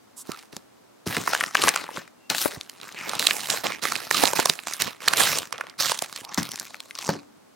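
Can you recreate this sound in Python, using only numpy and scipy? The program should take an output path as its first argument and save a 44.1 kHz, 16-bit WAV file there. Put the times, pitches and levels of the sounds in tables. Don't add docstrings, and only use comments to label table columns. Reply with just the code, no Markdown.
import sys
import numpy as np
from scipy import signal
from scipy.fft import rfft, irfft
from scipy.io import wavfile
from scipy.ndimage import uniform_filter1d, map_coordinates

SR = 44100
rng = np.random.default_rng(int(sys.argv[2]) if len(sys.argv) > 2 else 0)


def master(y):
    cut = np.clip(np.atleast_2d(y).T, -1, 1)
    pcm = np.round(cut * 32767)
    wavfile.write(sys.argv[1], SR, pcm.astype(np.int16))


N = 332955
TIME = np.arange(N) / SR

STIFF_DB, CLEAN_DB_PER_DB = -23, 0.5
TREBLE_DRIFT_DB, RELEASE_DB_PER_S = -0.5, 241
QUIET_DB = -59
EDGE_HZ = 16000

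# (time [s], left minus right [dB])
HAND_PLACES = [(0.0, 0.5), (0.14, -3), (2.02, 2.5), (2.84, -1.5), (2.92, 1.5), (3.28, -7.5), (3.36, -4.5),
               (4.2, -6.5), (5.61, -2.5), (5.81, -5), (6.74, 1.0), (7.4, -1.5)]
# (frequency [Hz], relative level [dB per Hz])
QUIET_COLOUR = [(30, -19.5), (100, -5), (160, -6), (250, 0.5), (400, -5.5), (650, -5.5), (1100, -7),
                (2500, -16), (7000, -19.5), (16000, -27)]
# (frequency [Hz], gain [dB])
QUIET_SPREAD = [(60, -12.5), (200, 2.5), (380, 7.5), (700, 2.5), (1300, -4), (4400, -0.5), (15000, -5.5)]
# (start [s], length [s], level [dB])
CLOTH_SWISH = (.158, 0.08, -41)
# (frequency [Hz], relative level [dB per Hz])
SWISH_COLOUR = [(590, -61), (1000, -4), (1910, -23), (2360, -26), (2710, -16), (6550, -4.5), (7880, 2),
                (11200, -4), (16000, -18)]
# (start [s], rise [s], length [s], first level [dB], last level [dB], treble against body [dB])
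PAPER_STROKES = [(0.24, 0.044, 0.18, -48.5, -54, 1.5), (0.52, 0.0068, 0.024, -47.5, -53.5, 3.5),
                 (1.057, 0.0075, 0.1, -39.5, -33.5, 1), (1.165, 0.0097, 0.12, -39.5, -42, 2),
                 (1.272, 0.0085, 0.21, -34, -41.5, 1.5), (1.52, 0.042, 0.16, -37.5, -27, -0.5),
                 (1.73, 0.013, 0.12, -32, -41, -2.5), (1.89, 0.015, 0.092, -49.5, -39.5, -2),
                 (2.294, 0.0062, 0.038, -30, -34.5, 1.5), (2.34, 0.017, .11, -39.5, -37.5, 11.5),
                 (2.47, 0.0089, 0.075, -51, -43, 2), (2.6, 0.011, 0.24, -60, -55.5, 1),
                 (2.81, .02, 0.16, -44.5, -50, -2), (2.94, 0.031, 0.22, -46, -34.5, -2),
                 (3.195, 0.0063, 0.3, -34, -42.5, 5.5), (3.48, 0.034, 0.088, -28, -34, 2.5),
                 (3.632, 0.01, 0.11, -27, -37.5, -3), (3.815, 0.01, 0.32, -32, -47.5, 2.5),
                 (4.1, 0.054, 0.18, -27, -30, 3.5), (4.35, 0.0056, 0.052, -33, -30, 3.5),
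                 (4.44, 0.022, 0.067, -41, -38.5, 6.5), (4.53, .01, 0.19, -54.5, -52, 5),
                 (4.66, .015, 0.087, -42, -42, 5.5), (4.79, 0.019, 0.024, -28.5, -31, 5),
                 (4.85, 0.011, 0.029, -39, -37, 0.5), (5.002, 0.0031, 0.14, -44.5, -31.5, -0.5),
                 (5.15, 0.051, 0.23, -22, -34.5, 5), (5.41, 0.0095, 0.057, -41.5, -51, 1),
                 (5.52, 0.0062, 0.2, -40, -53.5, -10)]
# (start [s], rise [s], length [s], first level [dB], last level [dB], treble against body [dB])
BAG_STROKES = [(5.778, 0.027, 0.14, -31.5, -36, 6.5), (5.96, 0.0079, 0.079, -57, -44, 3.5),
               (6.08, 0.019, 0.11, -53, -46.5, 4), (6.27, 0.022, 0.084, -55, -45, 0.5),
               (6.372, 0.0092, 0.029, -26, -37.5, 0), (6.43, .01, 0.21, -47.5, -48.5, 2.5),
               (6.62, 0.0093, 0.34, -54.5, -63.5, 4), (6.94, 0.031, .16, -49.5, -40.5, 3.5),
               (7.1, .008, 0.11, -42.5, -61.5, -1)]
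# (frequency [Hz], relative level [dB per Hz])
PAPER_COLOUR = [(40, -28.5), (90, -7), (160, 0), (300, -2), (600, -4), (1100, 0.5), (1800, 0.5),
                (2600, 0.5), (3300, -2.5), (4100, 1), (4450, -2.5), (5000, -1), (10000, -9.5), (16000, -15)]
# (frequency [Hz], relative level [dB per Hz])
BAG_COLOUR = [(40, -46), (100, -5.5), (200, -1.5), (500, -9), (1000, -1), (1600, 0), (3000, 1.5), (4100, 7),
              (6000, 5.5), (10000, -5.5), (16000, -12)]
# (frequency [Hz], relative level [dB per Hz])
CRACK_COLOUR = [(300, -12), (1500, -9.5), (4100, 0), (7000, -2), (10000, -4.5), (16000, -18.5)]
# (time [s], level [dB], starting pitch [Hz], left minus right [dB])
SHEET_FLAPS = [(0.292, -25, 234, -14), (0.533, -38, 190, 15), (0.566, -32.5, 250, -7),
               (1.276, -46, 420, 15), (1.646, -26, 190, 1), (1.978, -31, 190, 0), (2.303, -29, 180, -3),
               (2.457, -13.5, 390, 30), (2.571, -35.5, 110, -5), (3.31, -31, 297, 16),
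               (4.236, -8.5, 380, -16), (4.392, -19, 417, -2), (4.496, -19.5, 216, -10.5),
               (4.82, -31.5, 190, -3), (5.917, -51.5, 350, -12), (6.022, -35, 400, -10),
               (6.215, -42.5, 150, -4)]
# (start [s], length [s], level [dB], first pitch [Hz], last pitch [Hz], width [Hz])
NARROW_SOUNDS = [(0.303, 0.054, -37.5, 1250, 1330, 240), (2.13, 0.29, -68, 2730, 2740, 70),
                 (2.457, 0.12, -49.5, 940, 259.6, 273), (2.935, 0.18, -40, 2480, 1970, 903),
                 (4.808, 0.1, -41, 198, 173.5, 129.2), (5.17, 0.29, -47.5, 132.1, 134, 120),
                 (6.203, 0.21, -46.5, 730, 1335, 396), (6.385, .09, -41, 210, 200, 109),
                 (7.101, 0.39, -63, 280, 199, 157.8)]
# (time [s], level [dB], pitch of the patch [Hz], share of sharp crack [dB])
LOUD_CREASES = [(0.3179, -38, 4770, -3), (0.5661, -39, 6200, 6), (1.1675, -26, 2000, -9),
                (1.276, -24.5, 1190, -27), (1.3338, -25, 1500, -11.5), (1.3495, -24, 1670, -8),
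                (1.4091, -24, 1860, -13), (1.438, -25, 1775, -12.5), (1.5525, -17.5, 1570, -17),
                (1.6185, -27, 2850, -4.5), (1.6374, -23, 1055, -5), (1.6746, -22.5, 1080, -12.5),
                (1.6828, -19, 1740, -6), (1.6901, -20, 2500, 0.5), (1.7603, -24.5, 1420, -3.5),
                (1.8902, -37, 890, -28), (1.9725, -34.5, 1285, -12.5), (2.0773, -52, 2200, -9),
                (2.3005, -25.5, 4140, -5), (2.3476, -30, 1520, -4.5), (2.6111, -36.5, 4000, -9.5),
                (2.696, -41, 4476, 2), (2.814, -44, 4000, -7), (3.094, -31.5, 4400, 3),
                (3.1529, -36.5, 4180, 0), (3.1948, -24, 3970, 3), (3.1997, -40.5, 4540, 1),
                (3.2695, -13.5, 3960, -11), (3.3093, -22, 2523, -14.5), (3.5013, -23.5, 4244, -3.5),
                (3.8534, -25.5, 1200, -6.5), (3.921, -26, 1410, -3), (3.9549, -28.5, 2613, -9),
                (4.111, -20.5, 1730, -7.5), (4.237, -21, 1916, -4.5), (4.2549, -22.5, 4050, -7),
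                (4.3336, -25.5, 890, -4.5), (4.392, -25.5, 862, -15.5), (4.399, -24.5, 1510, -2),
                (4.457, -20, 1063, -1), (4.4975, -17.5, 4090, -3), (4.5903, -36.5, 2530, -22),
                (4.671, -31.5, 1235, -4), (4.736, -31.5, 6200, -7), (4.82, -23, 5050, 9),
                (5.0792, -21, 1796, -20), (5.083, -16.5, 4200, -15.5), (5.1354, -22.5, 1660, -3.5),
                (5.2055, -25, 1670, -9.5), (5.3856, -26.5, 8000, 1), (5.526, -31.5, 1263, -3.5),
                (5.6105, -29.5, 1513, -22), (5.698, -45.5, 4900, -27), (5.9179, -25.5, 940, -3.5),
                (5.99, -31.5, 5760, -9), (6.022, -28.5, 680, 2), (6.161, -37, 2970, 7),
                (6.2492, -41, 4720, -6), (6.3447, -33.5, 6820, -13), (6.43, -34, 4550, 5),
                (6.517, -36.5, 4470, 0), (6.558, -37.5, 4830, -2), (6.5978, -33.5, 7200, -7),
                (6.7443, -39.5, 2084, -14), (6.8036, -39, 4020, -10), (6.909, -41, 2183, -8),
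                (6.953, -40.5, 5070, -36), (6.9883, -37, 4870, -9), (7.0913, -30, 1060, -3)]
# (time [s], level [dB], contact time [s])
TABLE_KNOCKS = [(1.065, -19, 0.005), (1.098, -27, 0.0028), (1.172, -19.5, 0.0014), (1.199, -27, 0.005),
                (6.379, -16.5, 0.003), (6.411, -34, 0.0029), (7.09, -10.5, 0.00075), (7.131, -29, .0014),
                (7.152, -27, 0.0016)]
# (nominal frequency [Hz], relative level [dB], time to fall 60 dB [s])
TABLE_MODES = [(100, -7.5, 0.11), (145.6, -13.5, 0.33), (190, -1, 0.15), (235, -4, 0.18),
               (263, -1.5, 0.068), (313.4, -5, 0.29), (380, -13, 0.17), (551, 1, 0.067), (801, -30.5, 0.18)]
# (frequency [Hz], gain [dB])
PORT_SPREAD = [(60, -6.5), (380, -8.5), (1300, -12), (5000, -16.5), (15000, -4.5)]
# (frequency [Hz], gain [dB])
PORT_LEAD = [(60, -26.5), (320, 4), (700, -2.5), (1300, -16), (3000, -25)]
# (frequency [Hz], time to fall 60 dB [s])
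ROOM_DECAY = [(150, 0.18), (1000, 0.42), (4000, 0.11), (14000, 0.18)]


def gain_of(db):
    return 10 ** (np.asarray(db) / 20)


def evened(x):
    return x / np.sqrt(np.mean(x ** 2) + 1e-20)


def read(points, hz):
    f, value = np.transpose(points)
    return np.interp(np.log(hz + 1), np.log(f + 1), value)


def add(mix, s, sound):
    part = mix[..., max(round(s * SR), 0):][..., :sound.shape[-1]]
    part += sound[..., :part.shape[-1]]


def colour(x, points, size=2048):
    log_gain = np.log(gain_of(read(points, abs(np.fft.fftfreq(size, 1 / SR)))))
    taps = np.fft.ifft(np.exp(np.conj(signal.hilbert(log_gain)))).real
    return signal.oaconvolve(x, taps)[:len(x)]


def band(x, hz, kind, order=3):
    return signal.sosfilt(signal.butter(order, hz, kind, fs=SR, output="sos"), x)


def panned(x, db):
    lean = gain_of(db * np.ones(len(x)))
    return np.array([lean * x, x]) * np.sqrt(2 / (1 + lean ** 2))


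def burst(decay_s, size=512):
    return rng.standard_normal(size) * np.exp(-np.arange(size) / SR / decay_s)


def wander(hz):
    knots = rng.standard_normal(N)
    return evened(np.interp(TIME * min(hz, 1000), np.arange(N), knots))


def quiet():
    mid, side = (evened(colour(rng.standard_normal(N), QUIET_COLOUR)) for _ in range(2))
    side = colour(side, QUIET_SPREAD)
    return gain_of(QUIET_DB) * np.array([mid + side, mid - side])


def swish():
    s, length, db = CLOTH_SWISH
    out, size = np.zeros(N), int(length * SR)
    hiss = evened(colour(rng.standard_normal(size), SWISH_COLOUR))
    add(out, s, gain_of(db) * hiss * signal.windows.tukey(size, .6))
    return out


def effort(strokes):
    power, treble, t = np.full(N, 1e-12), np.zeros(N), TIME[:SR]
    for start, rise_s, length, first_db, last_db, treble_db in strokes:
        along = np.minimum(t / length, 1)
        held_db = first_db + along * (last_db - first_db)
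        held_db = held_db - RELEASE_DB_PER_S * np.maximum(t - length, 0)
        stroke = (gain_of(held_db) * np.minimum(t / rise_s, 1)) ** 2
        add(power, start, stroke)
        add(treble, start, stroke * (treble_db + TREBLE_DRIFT_DB * (along - .5)))
    return 10 * np.log10(power), treble / power


def patch(hz, cycles, overtone_db, size=512):
    t = np.arange(size) / SR
    modes = hz * np.array([1, rng.uniform(0.5, 0.837), 1.7])[:, None]
    swings = np.sin(2 * np.pi * modes * t) * np.exp(-t * np.sqrt(modes * hz) / cycles)
    return swings[0] + gain_of(overtone_db) * (rng.choice([-1, 1], 2) @ swings[1:])


def steadied(x, size=2200):
    power = uniform_filter1d(uniform_filter1d(x ** 2, size), size // 2)
    return x / np.sqrt(abs(power) + 1e-4 * np.mean(x ** 2))


def bending(x, depth_db, size=256):
    hz, t, z = signal.stft(x, SR, nperseg=size)
    hills = rng.standard_normal((40, 400))
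    where = np.meshgrid(2.557 * np.log2(1 + hz / 300), t / 0.034, indexing="ij")
    hills_db = depth_db * map_coordinates(hills, where, order=1, mode="mirror")
    return signal.istft(z * gain_of(hills_db), SR, nperseg=size)[1][:N]


def rustle(strokes, spectrum, per_s, spread_db, hiss_db, crack_s, swing_db, bend_db,
           body_db, treble_db, air, count=8):
    level_db, bright_db = effort(strokes)
    rate = np.maximum(per_s * gain_of(1.1 * (level_db + 38.0)), 200)
    happens = rng.random(N) < rate / SR
    sizes = gain_of(spread_db * np.minimum(rng.exponential(1, N), 3)) * happens
    power = signal.lfilter([1], [1, -np.exp(-2 / (crack_s * SR))], sizes ** 2 + 1e-12)
    cracks = np.sqrt(power) * rng.standard_normal(N)
    kind, swings = rng.integers(0, 3 * count, N), np.zeros(N)
    for k, hz in enumerate(np.geomspace(650, 2600, count)):
        swing = patch(hz, cycles=2.7, overtone_db=1.0)
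        swings += signal.oaconvolve(sizes * (kind == k), swing)[:N]
    grain = steadied(evened(cracks) + gain_of(swing_db) * evened(swings))
    grain = grain + gain_of(hiss_db) * rng.standard_normal(N)
    sheet = bending(colour(grain, spectrum), bend_db)
    body, treble = band(sheet, 2500, "low"), band(sheet, 2500, "high")
    top = signal.filtfilt(*signal.butter(2, 7000, "high", fs=SR), treble)
    treble = treble - top + top * gain_of(air * (bright_db + 1.0))
    body = gain_of(body_db) * steadied(body)
    treble = gain_of(bright_db + treble_db) * steadied(treble)
    return gain_of(level_db) * (body + treble)


def small_snaps(strokes, per_s, over_db, spread_db, taut, low_hz, high_hz, share_db):
    rows = []
    for start, rise_s, length, first_db, last_db, treble_db in strokes:
        count = int(round(length * per_s))
        for k, (when, size, pitch) in enumerate(rng.random((40, 3))[:count]):
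            along = (k + when) / count
            db = first_db + along * (last_db - first_db) + over_db
            db += spread_db * (size - .5) - taut * max(treble_db, 0)
            db += 20 * np.log10(min(along * length / rise_s, 1))
            hz = low_hz * (high_hz / low_hz) ** pitch
            rows.append((start + along * length, db, hz, share_db))
    return rows


def snaps(creases, crack_s, rise_s, cycles, overtone_db, yield_db, rebound_db, low_cut):
    out = np.zeros(N)
    for s, db, hz, share_db in creases:
        share = np.clip(gain_of(share_db), 0, .95)
        crack = evened(colour(burst(crack_s), CRACK_COLOUR))
        swing = evened(patch(hz, cycles, overtone_db))
        snap = share * crack + np.sqrt(1 - share ** 2) * swing
        snap = evened(snap * (1 - np.exp(-TIME[:len(snap)] / rise_s)))
        rebound = evened(patch(hz, cycles, overtone_db) + 0.067 * burst(0.0015))
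        add(snap, rng.uniform(.001, .003), gain_of(rebound_db) * rebound)
        snap = band(np.pad(snap, (0, 512)), min(low_cut * hz, 1500), "high", order=2)
        add(out, s, gain_of(db) * evened(snap))
        creak_db = db + yield_db - CLEAN_DB_PER_DB * max(STIFF_DB - db, 0)
        creak = evened(colour(burst(.002), CRACK_COLOUR))
        add(out, s - rng.uniform(.002, 0.0045), gain_of(creak_db) * creak)
    return out


def flaps(cycles, sag, skew, puff_db, puff_s):
    out, t = np.zeros((2, N)), np.arange(SR // 10) / SR
    for s, db, hz, side_db in SHEET_FLAPS:
        turns = np.log1p(abs(sag) * hz * t) / abs(sag)
        push = gain_of(db) * np.exp(-turns / cycles) * (1 - np.exp(-turns / 0.042))
        puff = band(burst(puff_s, size=len(t)), [hz, 3 * hz], "band", order=2)
        swing = push * np.sin(2 * np.pi * turns) + gain_of(db + puff_db) * puff / abs(puff).max()
        across = skew * hz / 400 * push * np.sin(2 * np.pi * turns + .8) * np.sign(side_db)
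        flap = panned(swing, side_db) + np.array([across, -across])
        add(out, s, band(flap, 0.14 * hz, "high", order=2))
    return out


def narrow_sounds(rough):
    out = np.zeros(N)
    for s, length, db, first_hz, last_hz, width_hz in NARROW_SOUNDS:
        size = int(length * SR)
        drive = rng.standard_normal(SR)[:size] * np.exp(rough * wander(hz=120)[:size])
        turn = np.exp(2j * np.pi * np.cumsum(np.linspace(first_hz, last_hz, size)) / SR)
        ring = (turn * band(drive / turn, width_hz / 2, "low", order=2)).real
        add(out, s, gain_of(db) * evened(ring) * signal.windows.tukey(size, .6))
    return out


def knocks(ring_db, thud_db, thud_s):
    out, t = np.zeros(N), np.arange(SR // 2) / SR
    for s, db, contact_s in TABLE_KNOCKS:
        ring = np.zeros(len(t))
        for hz, mode_db, t60 in TABLE_MODES:
            angle = 2 * np.pi * hz * rng.uniform(0.81, 1.03) * t + rng.uniform(0, 2 * np.pi)
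            ring += gain_of(mode_db - 60 * t / t60) * np.sin(angle)
        thud = band(burst(thud_s, size=len(t)), 138, "high", order=2)
        dull_hz = np.clip(0.7 / contact_s, 60, 5000)
        ring, thud = (band(x, dull_hz, "low", order=2) for x in (ring, thud))
        ring = gain_of(ring_db) * ring / abs(ring).max()
        thud = gain_of(thud_db) * thud / abs(thud).max()
        add(out, s, gain_of(db) * (ring + thud))
    return out


def ports(x):
    analytic = signal.hilbert(x)
    scattered = (analytic * (wander(hz=150) + 1j * wander(hz=150))).real / np.sqrt(2)
    lead_gain = gain_of(read(PORT_LEAD, np.fft.rfftfreq(N, 1 / SR)))
    lead = irfft(rfft(-analytic.imag) * lead_gain, N)
    return lead + colour(scattered, PORT_SPREAD)


def room(x):
    size = SR // 2
    arrives = (rng.random(size) < 2500 / SR) * (TIME[:size] > .004)
    taps = rng.choice([-1., 1.], size) * arrives
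    hz, t, z = signal.stft(taps, SR, nperseg=256)
    fade = gain_of(-60 * t / read(ROOM_DECAY, hz)[:, None])
    tail = signal.istft(z * fade, SR, nperseg=256)[1]
    return signal.oaconvolve(x, tail / np.linalg.norm(tail))[:N]


def scene():
    paper = rustle(PAPER_STROKES, PAPER_COLOUR, per_s=580, spread_db=4.5, hiss_db=-2.5, crack_s=0.00055,
                   swing_db=-8, bend_db=4.0, body_db=0.5, treble_db=0.0, air=0.8)
    bag = rustle(BAG_STROKES, BAG_COLOUR, per_s=800, spread_db=5.5, hiss_db=-6.5, crack_s=0.00067,
                 swing_db=-4.5, bend_db=5.5, body_db=3, treble_db=2, air=0.9)
    folds = small_snaps(PAPER_STROKES, per_s=20, over_db=-1, spread_db=13, taut=.2,
                        low_hz=1200, high_hz=7500, share_db=-10)
    crinkles = small_snaps(BAG_STROKES, per_s=16, over_db=-0.5, spread_db=6, taut=.2,
                           low_hz=2000, high_hz=7050, share_db=-7)
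    ticks = snaps(folds + crinkles, crack_s=0.00086, rise_s=.0001, cycles=1.9, overtone_db=-4,
                  yield_db=-34, rebound_db=-18.5, low_cut=0.35)
    pops = snaps(LOUD_CREASES, crack_s=0.0012, rise_s=0.00018, cycles=1.4, overtone_db=-8.5,
                 yield_db=-10.5, rebound_db=-6.5, low_cut=0.2)
    near = swish() + paper + bag + ticks + pops + narrow_sounds(rough=0.35)
    side = ports(near)
    flapping = flaps(cycles=1.0, sag=0.17, skew=0.78, puff_db=1.5, puff_s=0.0041)
    knocking = knocks(ring_db=-6, thud_db=-2, thud_s=0.01)
    placed = panned(near, np.interp(TIME, *np.transpose(HAND_PLACES)))
    direct = placed + np.array([side, -side]) + flapping + knocking
    middle = direct.mean(0)
    wet, wet_side = room(middle), colour(room(middle), QUIET_SPREAD)
    reflections = gain_of(-20.0) * np.array([wet + wet_side, wet - wet_side])
    return direct + reflections + quiet()


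def record(dry):
    overloaded = np.clip(band(dry, 87, "high", order=2), -1, 1)
    taps = signal.firwin(511, EDGE_HZ, window=("kaiser", 9), fs=SR)
    return signal.oaconvolve(overloaded, taps[None], "same")


dry = scene()
out = record(dry)
master(out)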